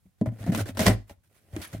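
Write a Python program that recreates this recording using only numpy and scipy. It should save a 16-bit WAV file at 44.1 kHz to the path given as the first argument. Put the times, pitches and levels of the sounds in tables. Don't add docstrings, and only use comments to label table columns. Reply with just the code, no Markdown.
import sys
import numpy as np
from scipy import signal
from scipy.fft import rfft, irfft, next_fast_len
from scipy.io import wavfile
from scipy.ndimage import uniform_filter1d

SR = 44100
rng = np.random.default_rng(int(sys.argv[2]) if len(sys.argv) > 2 else 0)


def gain_from_decibels(decibels):
    exponent = np.asarray(decibels, float) / 20
    return 10 ** exponent


def dump_mix(stems):
    frames = np.atleast_2d(stems).T
    limited = np.clip(frames, -1, 1)
    pcm = np.round(limited * 32767).astype(np.int16)
    wavfile.write(sys.argv[1], SR, pcm)


N = 79380


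def colour(x, points, share=1):
    size = next_fast_len(N + 4096)
    hz = np.arange(size // 2 + 1) * SR / size
    point_hz, point_db = np.array(points, float).T
    response_db = np.interp(np.log(hz + 1), np.log(point_hz), point_db)
    return irfft(rfft(x, size) * gain_from_decibels(share * response_db), size)[..., :N]


def filtered(x, order, hz, kind):
    return signal.lfilter(*signal.butter(order, hz, kind, fs=SR), x)


def unit(x):
    return x / np.sqrt(np.mean(x ** 2))


def walk(rate_hz):
    hold = int(SR / rate_hz)
    steps = rng.standard_normal(N + 1)[:N // hold + 1]
    return unit(uniform_filter1d(np.repeat(steps, hold), hold)[:N])


def ring(x, hz, t60):
    pole = np.exp(-np.log(1000) / (t60 * SR))
    turn = 2 * np.pi * hz / SR
    gain = np.sqrt(1 - pole * pole) * np.sin(turn)
    return signal.lfilter([gain], [1, -2 * pole * np.cos(turn), pole * pole], x)


def clicks(rate, spread_db):
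    happens, sign, size = rng.random((3, N))
    return unit((happens < rate / SR) * np.sign(sign - .5) * gain_from_decibels(-spread_db * np.log(1 - size)))


def ports(three):
    alike = 0.25
    return np.sqrt(alike) * three[0] + np.sqrt(1 - alike) * three[1:]


# length in seconds, click level in dB,
# change over the stroke in dB, push into the box in dB
STROKES = [(0.015, -70.5, -6, -57.5), (.05, -82, -15, -88), (0.034, -52, -16, -29.5), (0.11, -71, 7, -56.5),
           (0.05, -55, 0, -44.5), (0.02, -57.5, 2.5, -47), (0.04, -50, -3, -32.5), (0.027, -44.5, 1, -32),
           (0.014, -32, -6, -28.5), (0.04, -39, 2.5, -33), (0.045, -48.5, 2.5, -40.5),
           (0.0063, -46, -3.5, -36), (0.033, -58.5, 2.5, -44.5), (.02, -34.5, -6.5, -29),
           (0.12, -29, -11, -21.5), (0.027, -28.5, 4, -18), (0.052, -34, -14, -17.5), (0.031, -66, 2, -64),
           (0.028, -50, -10, -39), (0.05, -66, -6, -69.5), (0.228, -70.5, 3.5, -62.5),
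           (0.048, -61.5, -2, -81.5), (0.095, -60.5, 10, -48.5), (0.038, -41, -0.5, -56),
           (0.13, -53, -7, -52), (0.0424, -45, -11.5, -38), (0.074, -86, -9, -76)]
STARTS_S = [.052, .16, .2575, .31, .384, .441, .464, .518, .548, .572, .655, .687, .745, .7715, .792, .856,
            .89]
LATE_STARTS_S = [
    1.07,
    1.096,
    1.23,
    1.29,
    1.34,
    1.521,
    1.614,
    1.655,
    1.727,
    1.77,
]


def effort(column):
    t, power = np.arange(N) / SR, 0
    for start, row in zip(STARTS_S + LATE_STARTS_S, STROKES):
        length_s, click_db, change_db = row[:3]
        age = t - start
        attack_s = 0.0018 + .0005 * max(-50 - click_db, 0)
        db = row[column] + change_db * np.clip(age / length_s, 0, 1)
        db = db - 894.5 * np.maximum(age - length_s, 0)
        power = power + (gain_from_decibels(db) * np.clip(age / attack_s, 0, 1)) ** 2
    return np.sqrt(power)


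# frequency in Hz, level in dB per Hz
FIBRES = [(470, -42), (800, -16), (1170, -15.5), (1520, -11), (2730, -12), (5940, -16.5), (7260, -22),
          (9450, -23), (16000, -34)]


def tear():
    raw = np.array([clicks(5000, 2) for _ in range(3)])
    scraps = 0
    for hz in np.geomspace(1100, 14500, num=28):
        scraps = scraps + ring(raw * gain_from_decibels(6 * walk(70)), hz, .014) * np.sqrt(hz)
    fibres = unit(colour(raw + gain_from_decibels(-5) * unit(scraps), FIBRES))
    sheen = filtered(fibres[::-1], 2, 10500, "high")
    level = effort(column=1)
    bright = gain_from_decibels(-11) * ports(sheen) * level ** 0.73
    return (ports(fibres) * level + bright) * gain_from_decibels(0.86 * walk(300))


# frequency in Hz, level in dB, time to die by 60 dB in seconds
BOX = [(50, -28.5, 0.094), (80, -25, 0.3), (108, 1, 0.27), (186, -5.5, 0.1), (246, -4, 0.13),
       (311, -7.5, 0.069), (384.6, -12, 0.071), (501, -6.5, 0.035), (567, -8.5, 0.074), (649.2, -2, 0.059),
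       (760, -14.5, .1), (1000, -14, .07), (1446, -8, 0.031), (1926, -1.5, 0.017)]


def shake(jolts):
    total = 0
    for hz, db, t60 in BOX:
        total = total + gain_from_decibels(db) * (108 / hz) ** 0.11 * ring(jolts, hz, 0.3 * t60)
    return total


def rub():
    jolts = np.array([clicks(1500, 2.6) for _ in range(2)])
    shaken = shake(jolts * effort(column=3)) / np.std(shake(jolts))
    mid, side = filtered(shaken, 1, 1040, "low")
    side = gain_from_decibels(-8.5) * filtered(side, 2, 450, "high")
    return np.array([mid + side, mid - side])


def fade(age, t60):
    return gain_from_decibels(-60 * (age / t60) ** 1.5)


def struck(age, free_hz, free_t60, chance):
    hz, db, t60 = np.array(BOX, float).T[:, :, None]
    level_chance, pitch_chance, sign_chance = chance
    octaves_away = np.abs(np.log2(hz / free_hz))
    gain = np.sign(sign_chance) * gain_from_decibels(-10 + db + 4.5 * level_chance - 6 * octaves_away / 1.6)
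    waves = np.sin(2 * np.pi * hz * (1 + 0.033 * pitch_chance) * age)
    others = np.sum(gain * waves * fade(age, np.minimum(t60, 2.2 * free_t60)), axis=0)
    panel = -np.sin(2 * np.pi * free_hz * age) * fade(age, min(free_t60, 42 / free_hz))
    contact_turns = 0.24
    push = np.sin(np.pi * np.clip(np.arange(800) / SR * free_hz / contact_turns, 0, 1))
    return signal.fftconvolve(others + panel, push / push.sum())[:len(age)]


# start in
# seconds, peak in dB, pitch of the free panel in Hz, its time to die by 60 dB in seconds, crack in dB relative
KNOCKS = [(.055, -46.5, 186, 0.085, -48), (0.2122, -12.5, 207, 0.049, -26.5),
          (0.259, -26.5, 289, 0.027, -18), (0.272, -15.5, 113.4, 0.12, -43), (.406, -32.5, 109, 0.17, -49),
          (0.464, -29, 261, 0.08, -5.5), (.479, -23.5, 173, 0.049, -48), (0.4914, -15, 186.4, 0.05, -36),
          (0.521, -18, 232, 0.039, -49), (0.548, -22.5, 223, 0.071, 9), (0.582, -21, 108, 0.14, -53),
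          (.602, -21, 106, 0.12, -45), (0.708, -31, 97, 0.2, -46), (0.7718, -29, 226, 0.1, 6),
          (.793, -21.5, 633, 0.15, 9.5), (0.798, -29.5, 223.7, 0.24, -10), (0.8659, -16, 183.6, .12, 13),
          (.872, -17.5, 50, 0.29, -51.5), (0.883, -24, 108, 0.12, -29), (1.096, -39.5, 90.1, 0.09, 4),
          (1.534, -29, 95.7, 0.071, -40), (1.564, -25.5, 317, 0.045, 2.5), (1.7477, -21, 171, 0.015, -40),
          (1.7631, -28.5, 108, 0.033, -38),
          (.2125, -27, 630, 0.039, -40), (.2595, -28.5, 632.4, .06, -16), (.867, -20, 1040, 0.033, -30),
        (.87, -18, 660, 0.076, -29.5), (0.66, -38, 1520, 0.043, -30), (.903, -17, 106, 0.2, -41),
        (1.736, -27, 120, 0.028, -22), (1.266, -51, 95, 0.096, -27.5), (1.098, -47, 820, 0.049, -8),
        (1.782, -33.5, 100, .09, -40), (.975, -27, 105, 0.11, -39.5), (1.1, -36.5, 48, 0.056, -40),
        (.59, -30, 1520, 0.02, -20), (.812, -24.5, 620, 0.047, -19.5), (1.9, -52, 520, .05, -32),
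        (1.616, -47, 1400, .04, -21), (.06, -54, 85, .1, -40), (.44, -30.5, 200, .05, -3),
        (0.32, -30.5, 215, .04, -30), (.7995, -22.5, 280, 0.014, 0.5), (.861, -26, 600, 0.023, 4),
        (.8755, -22, 1950, .02, 4.5), (.881, -27.5, 610, .02, 2.5), (.898, -23, 310, 0.016, 0.5),
        (.532, -24, 100, .1, -30), (1.17, -45.5, 70, .08, -40), (1.5, -48.5, 76, .06, -41),
        (0.62, -54, 75, .07, -26.5), (.945, -32.5, 200, 0.066, -26.5), (0.55, -50.5, 100, .05, -40),
        (0.59, -34.5, 700, .02, -4), (.6582, -36, 360, 0.047, 2), (0.43, -36, 250, 0.065, -1.5),
        (.575, -26.5, 280, .04, -4), (1.585, -33, 90, .07, -30), (.69, -33, 260, .08, -30)]
# frequency in Hz, level in dB per Hz
CRACK = [(470, -31.5), (800, 6), (1500, -15), (1950, -1), (3830, -9), (8550, -18.5), (16000, -34.5)]


def knocks():
    body, crack, thud = np.zeros((3, N + SR))
    events = KNOCKS
    chances = rng.standard_normal((len(events), 3, len(BOX), 1))
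    grit = ports(unit(colour(rng.standard_normal((3, N)), CRACK)))
    age = np.arange(SR // 2) / SR
    for (start, peak_db, free_hz, free_t60, crack_db), chance in zip(events, chances):
        at = int(start * SR)
        late = np.maximum(age - (start * SR - at) / SR, 0)
        span = slice(at, at + len(age))
        body[span] += struck(late, free_hz, free_t60, chance) * gain_from_decibels(peak_db)
        crack[span] += gain_from_decibels(peak_db + crack_db - 8.5) * np.exp(-late / .0022)
        thud_db = peak_db - 30.5 + 0.64 * (crack_db + 25.5)
        thud[span] += gain_from_decibels(thud_db) * np.exp(-late / 0.0068)
    dull = unit(ring(rng.standard_normal((2, N)), 1720, 0.003))
    flutter = gain_from_decibels(0.71 * walk(39.38))
    return body[:N] * flutter + crack[:N] * grit + thud[:N] * dull


def room(dry):
    age = np.arange(SR // 2) / SR
    t60_s, level_db = 0.27, -13
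    tail = rng.standard_normal((2, len(age))) * gain_from_decibels(-60 * age / t60_s) * (age > .004)
    tail = gain_from_decibels(level_db) * unit(tail) / np.sqrt(len(age))
    sent = filtered(dry.mean(axis=0), 2, [164, 7000], "band")
    return signal.fftconvolve(sent[None], tail, axes=1)[:, :N]


def hiss():
    return filtered(rng.standard_normal((2, N)), 2, 7500, "high") * gain_from_decibels(-78.5 + 1.6 * walk(13))


# frequency in Hz, level in dB per Hz
FLOOR = [(18, -32), (40, -6), (86, -8), (165, -12.5), (240, -21.5), (295, -29), (394, -29.5),
         (13300, -44.5), (16000, -64.5)]


def hum():
    return unit(colour(ports(rng.standard_normal((3, N))), FLOOR)) * gain_from_decibels(-63.5 + .8 * walk(8.7))


# frequency in Hz, left minus right in dB
PORTS = [(60, 5.5), (110, 0.5), (200, 1), (380, -1.5), (700, 2), (1290, 3.5), (2380, 1.5), (4400, 1.5),
         (8120, -16.5), (15000, -12)]


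def scene():
    dry = knocks() + rub() + tear()
    near = dry + room(dry) + hiss()
    return np.array([colour(near[0], PORTS, 0.17), colour(near[1], PORTS, -0.57)]) + hum()


def top_cut(x):
    return signal.sosfilt(signal.butter(12, 17160, fs=SR, output="sos"), x)


def record(dry):
    x = filtered(dry, 2, 65, "high")
    x = signal.sosfilt(signal.ellip(8, .3, 60, 15900, fs=SR, output="sos"), x)
    gate_db, depth_db, gate_s, ceiling = -47.5, -5.5, 0.06, 2.2
    power = uniform_filter1d(np.mean(x ** 2, axis=0), int(gate_s * SR))
    shut = 1 / (1 + power / gain_from_decibels(gate_db) ** 2)
    mix = ceiling * np.tanh(x / ceiling) * gain_from_decibels(depth_db * shut)
    return top_cut(mix)


dry = scene()
out = record(dry)
dump_mix(out)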